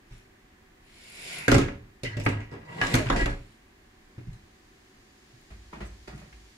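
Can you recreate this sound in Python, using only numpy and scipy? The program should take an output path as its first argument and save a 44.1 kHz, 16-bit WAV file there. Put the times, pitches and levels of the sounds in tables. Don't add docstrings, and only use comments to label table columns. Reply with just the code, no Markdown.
import sys
import numpy as np
from scipy import signal
from scipy.fft import rfft, irfft, next_fast_len
from scipy.io import wavfile
from scipy.ndimage import uniform_filter1d, map_coordinates

SR = 44100
rng = np.random.default_rng(int(sys.argv[2]) if len(sys.argv) > 2 else 0)


def generate_wav(sig):
    pcm = np.round(np.clip(np.atleast_2d(sig).T, -1, 1) * 32767).astype(np.int16)
    wavfile.write(sys.argv[1], SR, pcm)


N = 289737

# (time [s], force [dB], shove on the whole window [dB], share of the panes [dB],
# share of the frame [dB], brightness of the clank [dB per octave], sharpness of the horn [dB], contact rise [s])
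BLOWS = [(0.104, -60.5, 9.5, 9, -5, 2, -1, 0.016), (1.4801, -23, -19, -6, 4, 3, 2, 0.0001),
         (1.5142, -21.5, -10.5, -8, 0.5, 1, 2.5, 0.0013), (1.543, -21.5, -25, 3, 2, -0.5, 0.5, 0.0013),
         (1.581, -27.5, -30, 1, 4.5, -0.5, 2, 0.00021), (1.617, -38, -13, 8.5, 2, 7, -12, .001),
         (1.682, -37.5, -8.5, -14, -2, -1.5, -7, 0.0007), (2.033, -36.5, -16, 0.5, 0.5, 14, 5, 0.00091),
         (2.168, -40, -18, 6, 1.5, 11, -0.5, 0.00068), (2.197, -41.5, -9, -3, 1, 9, 3, 0.0022),
         (2.262, -25, -28, -4, 0, 1.5, -7, 0.00036), (2.288, -39, -21, -19, -15, 3, 3, 0.00088),
         (2.402, -43, -10, -5, -10, 4.5, -8, 0.0027), (2.512, -45.5, -23, 5.5, 3, -4, -4.5, 0.012),
         (2.813, -25, -28, -12.5, -13.5, -1.5, -7.5, 0.0004), (2.823, -31, -12, -16, -3, 3, 1.5, 0.0092),
         (2.94, -23.5, -10, -1.5, -0.5, 1.5, 5.5, 0.00024), (2.956, -33, -10, -1, 4, 2, -14, 0.0014),
         (2.985, -37.5, -15, -1, 4, 7, 3, 0.0015), (3.059, -35, -14, 2, -7, 0, -6, 0.0042),
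         (3.099, -25.5, -11, -8, 1, -4, -2.5, 0.00018), (3.124, -31, -4, -10, -3.5, -9, -3.5, 0.0016),
         (3.16, -32, -15, -13, 1, 11, -1, 0.0012), (3.209, -33, 4.5, -9, 2.5, 7, 0, 0.0014),
         (3.258, -28, -3, -6.5, -2.5, -2, -2, 0.00018), (3.297, -48, 3.5, 10, -3, -9, 6, 0.0028),
         (4.179, -53.5, -14, 14.5, 1.5, 1, -5, 0.0019), (4.271, -61, 12.5, 23, -8, 2, -1, 0.0027),
         (4.329, -59.5, -12, -1, -4, 2, 7, 0.003), (5.331, -69.5, -13, 11.5, -10, 2, -4, 0.0084)]
# (frequency [Hz], relative level [dB], longest decay t60 [s])
SWAY = [(31.8, 4, 0.34), (51.5, 1, 0.27)]
PANES = [(83, 0, 0.12), (107.1, 7.5, 0.42), (118, 27, 0.17), (147.5, 10.5, 0.26), (161, 12, 0.15),
         (188.5, -2.5, 0.64)]
FRAME = [(229, -3, 0.54), (268.6, 12, 0.22), (290.4, 1, 0.43), (344.4, 3.5, 0.21), (403.7, -2, 0.43),
         (467, -3.5, 0.39), (558.6, 0, 0.38), (692, -7.5, 0.35)]
BARS = [(735, -16, 0.43), (832, -6, 0.2), (951, 0, 0.18), (1030, -1.5, 0.097), (1105, -6, 0.16),
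        (1216, -9, 0.27), (1430, -10, 0.27), (1590, 0, 0.16), (1660, 3.5, 0.44), (1800, -13, 0.17),
        (1940, 3.5, 0.18), (2200, -16, 0.22), (2470, -11, 0.32), (2935, -3, 0.083)]
# (frequency [Hz], density [dB per Hz])
BOOM = [(35, -14), (70, -10), (120, -3.5), (190, -19.5), (300, -62)]
KNOCK = [(130, -34.5), (215, -2.5), (285, -0.5), (420, -2.5), (600, -13), (950, -63)]
CLANK = [(380, -21.5), (680, 5.5), (1100, 1.5), (1700, -1), (2150, 2), (2850, -3), (3400, -21),
         (6000, -27.5)]
TICK = [(1800, -48), (3300, -3.5), (5000, -5.5), (7500, -7.5), (9500, -13), (11000, -14.5), (12500, -20.5),
        (15000, -33)]
TICK_DB = -15
SPOT_RIPPLE_DB = 4.5

# (time [s], level [dB], centre [Hz])
CLACKS = [(1.481, -23.5, 1640), (1.5157, -24, 2190), (1.526, -27, 1440), (1.614, -35, 2240),
          (1.66, -46, 1790), (1.684, -41.5, 1600), (2.049, -38, 2140), (2.065, -38, 2200),
          (2.266, -24, 1100), (2.8144, -22.5, 2100), (2.867, -36, 2800), (2.944, -23.5, 1500),
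          (2.953, -27, 1670), (3.059, -40, 1820), (3.068, -35, 2020), (3.088, -35.5, 2450),
          (3.101, -21, 1160), (3.128, -29, 1090), (3.162, -32, 1480), (3.259, -34.5, 1850),
          (5.7315, -43, 1100), (6.328, -54, 2200)]
CLACK_T60_S, CLACK_ROOM_DB, CLACK_SKIRT_DB = 0.022, -16.5, -15.5
# (time [s], frequency [Hz], level [dB], decay t60 [s])
SINGS = [(1.48, 1560, -16.5, 0.11), (1.519, 407, -15, 0.2), (1.517, 1388, -21.5, 0.22),
         (1.545, 520, -24, .2), (1.542, 5840, -29, 0.019), (1.582, 1285, -30, 0.2),
         (1.632, 1652, -41, 0.32), (2.034, 554, -33.5, 0.18), (2.264, 1075, -21, 0.054),
         (2.263, 1903, -17, 0.046), (2.262, 334, -22, 0.05), (2.814, 1665, -21, 0.25),
         (2.814, 1135, -29, 0.38), (2.814, 2960, -29.5, 0.18), (3.1, 1064, -21.5, 0.13),
         (3.101, 3520, -30, 0.092), (3.125, 1057, -35, 0.22), (4.18, 296, -45.5, 0.17),
         (5.729, 965, -43, 0.18), (5.806, 1960, -47, 0.17), (6.327, 2210, -50.5, 0.065)]
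SING_RISE_S = 0.00034
# (time [s], length [s], frequency [Hz], level [dB], line width [Hz])
SQUEAKS = [(2.05, 0.029, 2035, -32, 90), (2.048, 0.04, 2966, -43, 40), (2.05, .11, 1660, -48, 40),
           (2.098, .04, 1990, -44, 130), (2.168, .03, 590, -37, 50), (2.976, 0.066, 610, -34, 30),
           (3.195, 0.04, 1653, -30.5, 4), (3.27, 0.06, 1653, -38, 4)]
SQUEAK_RISE_S, SQUEAK_FADE_DB_PER_S = 0.004, 502
SQUEAK_FLUTTER_DB, SQUEAK_SLIPS_PER_S = 2.5, 110
# (time [s], length [s], centre [Hz], level [dB])
SCRATCHES = [(0.18, .004, 7300, -64), (2.122, 0.02, 3830, -58), (2.238, 0.004, 6360, -49),
             (2.252, 0.004, 7150, -43), (2.652, .012, 4050, -65), (2.866, 0.008, 5600, -40),
             (2.951, .005, 6000, -30), (3.056, 0.0069, 6460, -58), (3.164, 0.041, 5200, -44),
             (5.412, 0.018, 8600, -74), (5.85, 0.027, 6500, -61), (6.028, .008, 4000, -66),
             (6.076, .02, 4500, -56), (6.158, .004, 5600, -62), (6.177, 0.005, 6300, -57.5),
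             (6.201, .004, 6500, -62)]
SCRATCH_CATCHES_PER_S, SCRATCH_SKIRT_DB, SCRATCH_ROOM_DB = 1300, -12.5, -27

# (touch [s], full pressure [s], let go [s], relative rasp [dB], relative judder [dB])
GRINDS = [(0.9, 1.364, 1.45, -64, -48), (2.026, 2.075, 2.38, -53, -47), (2.21, 2.253, 2.388, -45.5, -42.5),
          (2.476, 2.512, 2.555, -49, -50), (2.582, 2.862, 2.99, -36, -31),
          (3.077, 3.16, 3.21, -34.5, -27.5)]
GRIND_SWELL_DB, GRIND_FADE_DB_PER_S = 22.5, 220
STICK_SLIP_DB, STICK_SLIP_PER_S = 2, 45
# (frequency [Hz], density [dB per Hz])
JUDDER = [(45, -41), (100, 0.5), (160, 5), (240, -6), (420, -6), (700, -5.5), (1200, -24)]
# (touch [s], full pressure [s], let go [s], relative hiss [dB],
# answer of the bar [dB], whistle [Hz], whistle relative to the hiss setting [dB])
SLIDES = [(0.04, 0.13, 0.14, -67.5, -72, 5700, -9), (0.74, 1.34, 1.382, -47, -40.5, 10650, -13.5),
          (2.622, 2.913, 2.94, -47, -53, 7630, -17), (3.062, 3.18, 3.21, -57, -61, 7440, -9),
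          (3.252, 3.412, 3.53, -76.5, -75, 8850, -8)]
SLIDE_SWELL_DB, SLIDE_FADE_DB_PER_S = 28, 110
WHISTLE_OCTAVES = 0.16
# (frequency [Hz], density [dB per Hz])
SWISH = [(240, -26), (350, -5), (560, -8.5), (701, -2.5), (850, -18.5), (1190, -19.5), (1430, -12),
         (1570, -15), (2300, 1), (2650, -1), (3340, -3.5), (4200, -3.5), (5700, -7.5), (6200, -15.5),
         (7000, -5), (7900, -14), (8690, -8.5), (9370, -18.5), (11000, -14.5), (12000, -23), (13000, -23),
         (15000, -39)]
BAR_RUB = [(600, -17), (1000, -7.5), (1250, -17), (1430, -4.5), (1700, -7), (2200, 2), (2700, -0.5),
           (3400, -30)]
BAR_RUB_LAG_S = 0.066
# (touch [s], full pressure [s], let go [s])
GROAN_S = (2.04, 2.33, 2.39)
GROAN_DB, GROAN_SWELL_DB, GROAN_FADE_DB_PER_S = -31.5, 8.5, 229

# (time [s], thump [dB], clop [dB], brightness of the clop [dB per octave])
HOOVES = [(5.503, -44.5, -54, 2.5), (5.728, -56, -44, 0.5), (5.763, -63, -49.5, -4), (5.804, -40, -40, 0.5),
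          (6.075, -48.5, -43.5, 1.5), (6.125, -47, -47.5, -8.5), (6.176, -60, -55.5, 4),
          (6.214, -56, -51.5, -1.5), (6.327, -50, -61, 4)]
HOOF_RISE_S = 0.0033
# (frequency [Hz], relative level [dB], longest decay t60 [s])
SILL = [(52.7, 5, 0.77), (65.8, -3.5, 1), (94.7, -6.5, 0.92), (142.3, -11, 0.49), (197.1, -8, 0.41)]
HOOF_MODES = [(322.5, -6, 0.52), (657, -1.5, 0.11), (749, -2, 0.24), (1264, -11.5, 0.3), (1400, -11, .33),
              (1770, -15, 0.13), (1880, -3, 0.24), (2360, -15, 0.15), (2530, -4.5, 0.18)]
# (frequency [Hz], density [dB per Hz])
CLOP = [(110, 0.5), (200, 7.5), (270, -3.5), (370, 8.5), (480, -4), (600, 2.5), (950, -2.5), (1400, -7),
        (2300, -6.5), (3200, -15), (5000, -22.5), (9000, -32.5), (15000, -46)]

# (frequency [Hz], density [dB per Hz])
AIR = [(12, -60), (20, 0.5), (62, -2.5), (189, -10.5), (211, -8), (294, -7.5), (387, -5.5), (445, -15.5),
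       (484, -16), (1140, -15.5), (1390, -19), (1730, -12.5), (2770, -21), (5090, -32.5), (15000, -39)]
GARDEN_HISS = [(2000, -0.5), (3600, 0), (4800, 1), (5800, -2.5), (6800, -1.5), (8000, -9), (11000, -13),
               (15000, -38)]
GARDEN_DB, GARDEN_GROWTH_DB = -72.5, 10.5
GARDEN_RISES_AT_S, GARDEN_RISE_DB_PER_S = 3.25, 4
# (frequency [Hz], level [dB])
HUM = [(222, -72.5), (338, -78), (384, -74.5), (746, -77.5)]

# (frequency [Hz], decay t60 [s])
ROOM = [(100, 0.57), (300, 0.29), (1000, 0.36), (2500, 0.37), (6000, 0.31), (14000, 0.22)]
# (left delay [s], right delay [s], level before the treble share [dB])
NEAR_WALLS = [(.00058, 0.000455, -18.5), (.00131, 0.000901, -22.5), (.0029, .0024, -13.5),
              (.0047, .0056, -14.5), (.0083, .0071, -12.5)]
LEFT_LEAD_S, LEAD_BELOW_HZ = 0.0001, 950
# (frequency [Hz], left-right likeness [-1 to 1])
ALIKE = [(60, 1), (130, 0.99), (290, 0.91), (450, 0.25), (700, -0.36), (1400, 0.14), (2500, -0.39),
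         (4500, -0.024), (15000, 0.082)]
# (frequency [Hz], left minus right [dB])
LEAN = [(200, -0.5), (400, -1), (700, 0), (1300, -2.5), (2400, 0), (4400, -1.5), (8000, 7), (10500, -6.5),
        (13000, -7)]
TOP_HZ = 15700


def blows():
    t = np.arange(int(.7 * SR)) / SR
    out = np.zeros((2, N + SR))
    onset = lambda x: unit(x, size=1100)
    swing = lambda x: unit(x, size=2200)
    for s, force_db, shove_db, pane_db, knock_db, tilt_db, sharp_db, rise in BLOWS:
        sway = amp(5) * swing(ring(SWAY, t, scatter_db=0, attack=.012))

        boom = amp(-0.5) * swing(ring(PANES, t, scatter_db=7.5, attack=rise + 0.00038))
        boom += amp(-6.5) * swing(colour(diffuse(room_tail(len(t))), BOOM))

        frame_rattle = rattle(t, rise, KNOCK, crack_db=8.5, crack_t60=0.05, chatter_db=-4, chatter_t60=0.33)
        knock = amp(-4) * onset(ring(FRAME, t, scatter_db=9.0, attack=rise))
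        knock += amp(-3.5) * onset(frame_rattle)

        bar_colour = tilted(CLANK, tilt_db, pivot_hz=1500)
        bar_rattle = rattle(t, rise, bar_colour, crack_db=6.0, crack_t60=0.02, chatter_db=0, chatter_t60=0.21)
        clank = amp(-15.5) * onset(ring(BARS, t, scatter_db=11.0, attack=rise))
        clank += amp(-4.5) * onset(bar_rattle)

        tip_db = np.clip(.5 * sharp_db - 2.5, -6, 8)
        bright = at_new_spot(tilted(TICK, tip_db, pivot_hz=5000))
        tip_rattle = rattle(t, rise + 0.001, bright, crack_db=17.5, crack_t60=0.021,
                            chatter_db=-3, chatter_t60=0.073)
        tick = amp(3.5) * onset(tip_rattle)

        body = amp(shove_db) * sway + amp(pane_db) * boom + amp(knock_db) * knock
        add_at(out, s, amp(force_db) * (body + clank + amp(TICK_DB + sharp_db) * tick))
    return out[:, :N]


def clacks():
    t = np.arange(SR // 3) / SR
    out = np.zeros((2, N + SR))
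    for s, db, hz in CLACKS:
        burst = rng.standard_normal((2, len(t))) * amp(-60 * t / CLACK_T60_S)
        burst += amp(CLACK_ROOM_DB) * room_tail(len(t))
        band = [(hz / 4, 2 * CLACK_SKIRT_DB), (hz / 2, CLACK_SKIRT_DB), (hz / 1.3, 0),
                (hz * 1.3, 0), (2 * hz, CLACK_SKIRT_DB), (4 * hz, 2 * CLACK_SKIRT_DB)]
        clack = colour(diffuse(burst), at_new_spot(band))
        add_at(out, s, amp(db) * unit(clack, size=220))
    return out[:, :N]


def singing_bars():
    t = np.arange(SR // 2) / SR
    out = np.zeros((2, N + SR))
    for s, hz, db, t60 in SINGS:
        width_hz = 2.2 / t60 ** 2
        shape = (1 - np.exp(-t / SING_RISE_S)) * amp(-60 * t / t60)
        add_at(out, s, amp(db) * rough_tone(t, hz, width_hz) * shape / shape.max())
    return out[:, :N]


def squeaks():
    t = np.arange(SR // 4) / SR
    out = np.zeros((2, N + SR))
    for s, length, hz, db, width_hz in SQUEAKS:
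        held = amp(db - SQUEAK_FADE_DB_PER_S * np.maximum(t - length, 0))
        level = held * (1 - np.exp(-t / SQUEAK_RISE_S))
        flutter = unit(amp(SQUEAK_FLUTTER_DB * wobble(SQUEAK_SLIPS_PER_S)[:len(t)]))
        add_at(out, s, level * flutter * rough_tone(t, hz, width_hz))
    return out[:, :N]


def scratches():
    t = np.arange(SR // 4) / SR
    out = np.zeros((2, N + SR))
    for s, length, hz, db in SCRATCHES:
        caught = rng.standard_normal((2, len(t))) * (rng.random(len(t)) < SCRATCH_CATCHES_PER_S / SR)
        catches = caught * np.exp(-(t / length) ** 4)
        room = signal.fftconvolve(catches, room_tail(len(t)), axes=1)[:, :len(t)] / 2
        heard = catches + amp(SCRATCH_ROOM_DB) * room
        band = [(hz / 4, 3 * SCRATCH_SKIRT_DB), (hz / 2, SCRATCH_SKIRT_DB), (hz, 0),
                (min(2 * hz, TOP_HZ), SCRATCH_SKIRT_DB)]
        scratch = colour(diffuse(heard), at_new_spot(band))
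        add_at(out, s, amp(db) * unit(scratch, size=int(length * SR) + 1))
    return out[:, :N]


def grinds():
    rasping, juddering = 0, 0
    for touch, full, let_go, rasp_db, judder_db in GRINDS:
        pressure = stroke(touch, full, let_go, 0, GRIND_SWELL_DB, GRIND_FADE_DB_PER_S)
        rasping = rasping + amp(rasp_db) * pressure
        juddering = juddering + amp(judder_db) * pressure
    friction = slips(rate=160, spread_db=1.0, snap_db=13.5)
    catches = unit(colour(friction, tilted(CLANK, 2.7, pivot_hz=1500)))
    steel = unit(filtered(catches, lambda hz: resonances(BARS, hz)))
    surges = unit(amp(STICK_SLIP_DB * wobble(STICK_SLIP_PER_S)))
    rasp = rasping * surges * patches(amp(-9.5) * catches + amp(-9.5) * steel, depth_db=3.0)
    judder = amp(-4) * juddering * surges * rush(JUDDER, grain_db=0.5)
    return rasp + judder


def slides():
    sliding, answering, whistling = 0, 0, 0
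    for touch, full, let_go, hiss_db, bar_db, whistle_hz, whistle_db in SLIDES:
        pressure = stroke(touch, full, let_go, 0, SLIDE_SWELL_DB, SLIDE_FADE_DB_PER_S)
        sliding = sliding + amp(hiss_db) * pressure
        answering = answering + amp(bar_db) * pressure
        whistling = whistling + amp(hiss_db + whistle_db) * pressure * whistle(whistle_hz)
    even_hiss = rush(SWISH, grain_db=-1.0)
    fine_catches = unit(colour(slips(rate=1100, spread_db=3.5, snap_db=10.5), SWISH))
    hiss = amp(7.5) * (sliding * patches(even_hiss + fine_catches, depth_db=1.8) + whistling)
    late_answer = np.roll(answering, round(BAR_RUB_LAG_S * SR))
    return hiss + late_answer * rush(BAR_RUB, grain_db=0.5)


def whistle(hz):
    edge = 2 ** WHISTLE_OCTAVES
    return rush([(hz / edge, -22), (hz, 0), (hz * edge, -22)], grain_db=7)


def groan():
    pitch_hz = 105 * (1 + 0.023 * wobble(25.8))
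    level = stroke(*GROAN_S, GROAN_DB, GROAN_SWELL_DB, GROAN_FADE_DB_PER_S)
    return level * np.sqrt(2) * np.sin(2 * np.pi * np.cumsum(pitch_hz) / SR)


def hooves():
    t = np.arange(int(.7 * SR)) / SR
    out = np.zeros((2, N + SR))
    for s, thump_db, clop_db, tilt_db in HOOVES:
        thump = unit(ring(SILL, t, scatter_db=2.0, attack=0.0062), size=2200)
        spectrum = tilted(CLOP, tilt_db, pivot_hz=900)
        impact = rattle(t, HOOF_RISE_S, spectrum, crack_db=13.5, crack_t60=0.011,
                        chatter_db=-5.0, chatter_t60=0.17)
        clop = unit(impact, size=1100)
        clop += amp(-7.0) * unit(ring(HOOF_MODES, t, scatter_db=6, attack=0.0017), size=1100)
        add_at(out, s, amp(thump_db) * thump + amp(clop_db) * clop)
    return out[:, :N]


def background():
    t = np.arange(N) / SR
    hum = 0
    for hz, db in HUM:
        hum = hum + amp(db) * np.sqrt(2) * np.sin(2 * np.pi * hz * t + 1.26 * wobble(6))
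    growth_db = np.clip(GARDEN_RISE_DB_PER_S * (t - GARDEN_RISES_AT_S), 0, GARDEN_GROWTH_DB)
    return amp(-58) * rush(AIR) + hum + amp(GARDEN_DB + growth_db) * rush(GARDEN_HISS)


def near_walls(x):
    def response(hz):
        echoes, power = 0, 0
        for left, right, db in NEAR_WALLS:
            echoes = echoes + amp(db) * np.exp(-2j * np.pi * hz * np.array([[left], [right]]))
            power = power + amp(db) ** 2
        share = hz ** 2 / (hz ** 2 + 1400 ** 2)
        return (1 + share * echoes) / np.sqrt(1 + share ** 2 * power)
    return filtered(x, response)


def from_the_left(x):
    lead = lambda hz: LEFT_LEAD_S / (1 + (hz / LEAD_BELOW_HZ) ** 4)
    return filtered(x, lambda hz: np.exp(1j * np.pi * hz * lead(hz) * np.array([[1], [-1]])))


def room_tail(size):
    hz, t, z = signal.stft(rng.standard_normal((2, size)), SR, nperseg=256)
    decay = amp(-60 * t / along(ROOM, hz)[:, None])
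    return signal.istft(z * decay, SR, nperseg=256)[1][:, :size]


def ring(modes, t, scatter_db, attack):
    hz, db, t60 = np.transpose(modes)[:, :, None]
    hz = hz * (1 + 0.0086 * rng.standard_normal(hz.shape))
    t60 = np.minimum(t60, 450 / hz)
    level = amp(db + scatter_db * rng.uniform(-0.67, 1, hz.shape) - 60 * t / t60)
    skew = np.arccos(np.clip(along(ALIKE, hz), -1, 1)) / 2 * rng.choice([-1, 1], hz.shape)
    sign = (-1) ** np.arange(len(hz))[:, None]
    pair = []
    for side in (1, -1):
        phase = np.float32(2 * np.pi * hz * t + side * skew)
        pair.append(np.sum(sign * level * np.sin(phase), axis=0))
    return np.array(pair) * (1 - np.exp(-t / attack))


def rattle(t, rise, spectrum, crack_db, crack_t60, chatter_db, chatter_t60):
    crack = rng.standard_normal((2, len(t))) * amp(crack_db - 60 * t / crack_t60)
    contacts = unit(rng.standard_normal((2, len(t))) * (rng.random(len(t)) < 300 / SR))
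    chatter = contacts * amp(chatter_db - 60 * t / chatter_t60)
    heard = diffuse(crack + chatter + room_tail(len(t)))
    return colour(heard * (1 - np.exp(-t / rise)), spectrum)


def resonances(modes, hz):
    total = 0
    for k, (centre, db, t60) in enumerate(modes):
        width = np.log(1000) / np.pi / t60
        band = 1j * hz * width / (centre ** 2 - hz ** 2 + 1j * hz * width)
        total = total + (-1) ** k * amp(db) * band
    return total


def stroke(touch, full, let_go, db, swell_db, fade_db_per_s):
    t = np.arange(N) / SR
    pressure = np.clip((t - touch) / max(full - touch, 1 / SR), 0, 1)
    level = db - swell_db * (1 - pressure) - fade_db_per_s * np.maximum(t - let_go, 0)
    return amp(level) * np.minimum(3 * pressure, 1)


def slips(rate, spread_db, snap_db):
    size = amp(spread_db * np.minimum(rng.exponential(size=N), 3))
    catches = (rng.random(N) < rate / SR) * size * rng.choice([-1, 1], N)
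    t = np.arange(SR // 5) / SR
    snap = rng.standard_normal((2, len(t))) * amp(snap_db - 60 * t / .009)
    answer = snap + room_tail(len(t)) * amp(-60 * t / .5)
    return unit(diffuse(signal.fftconvolve(catches[None], answer, axes=1)[:, :N]))


def patches(x, depth_db):
    z = signal.stft(x, nperseg=512)[2]
    field = uniform_filter1d(rng.standard_normal(z.shape[1:]), size=5, axis=0)
    field = uniform_filter1d(field, size=22, axis=1)
    return unit(signal.istft(z * amp(depth_db * unit(field)), nperseg=512)[1][:, :N])


def rough_tone(t, hz, width_hz):
    steps = rng.standard_normal((2, len(t))) * np.sqrt(2 * np.pi * width_hz / SR)
    wander = uniform_filter1d(np.cumsum(steps, axis=1), size=40)
    return np.sin(2 * np.pi * hz * t + wander + np.array([[0], [1.9]]))


def rush(spectrum, grain_db=0):
    noise = rng.standard_normal((2, N)) * amp(grain_db * wobble(400))
    return unit(colour(diffuse(noise), spectrum))


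def diffuse(pair):
    turn = lambda hz: np.arccos(np.clip(along(ALIKE, hz), -1, 1)) / 2
    mid, side = filtered(pair, lambda hz: np.array([np.cos(turn(hz)), np.sin(turn(hz))]))
    return np.array([mid + side, mid - side])


def tilted(points, db_per_octave, pivot_hz):
    return [(hz, db + db_per_octave * np.log2(hz / pivot_hz)) for hz, db in points]


def at_new_spot(points):
    hz = np.arange(points[0][0], points[-1][0], 280)
    ripple = rng.standard_normal(64)[:len(hz)]
    return list(zip(hz, along(points, hz) + SPOT_RIPPLE_DB * ripple))


def colour(x, points):
    def response(hz):
        closed = [(points[0][0] / 2, -90), *points, (points[-1][0] * 2, -90)]
        cepstrum = irfft(np.log(amp(along(closed, hz))))
        half = len(cepstrum) // 2
        return np.exp(rfft(np.r_[cepstrum[0], 2 * cepstrum[1:half], np.zeros(half)]))
    return filtered(x, response)


def filtered(x, response):
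    n = x.shape[-1]
    m = 2 * next_fast_len(n // 2 + 4096)
    return irfft(rfft(x, m) * response(np.fft.rfftfreq(m, 1 / SR)), m)[..., :n]


def wobble(rate):
    knots = rng.standard_normal(int(N * rate / SR) + 4)
    return map_coordinates(knots, [np.arange(N) * rate / SR])


def along(points, hz):
    f, v = np.transpose(points)
    return np.interp(np.log(hz + 1), np.log(f + 1), v)


def unit(x, size=None):
    return x / np.sqrt(np.mean(x[..., :size] ** 2) + 1e-20)


def amp(db):
    return np.exp(np.asarray(db) * (np.log(10) / 20))


def add_at(out, s, sound):
    out[:, round(s * SR):][:, :sound.shape[1]] += sound


def scene():
    contacts = blows() + clacks() + singing_bars() + squeaks() + scratches() + grinds() + hooves()
    window = near_walls(contacts) + slides() + groan()
    return from_the_left(window) + background()


def record(dry):
    half_each = np.array([[.5], [-.5]])
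    return filtered(dry, lambda hz: amp(half_each * along(LEAN, hz)) * (hz < TOP_HZ))


dry = scene()
out = record(dry)
generate_wav(out)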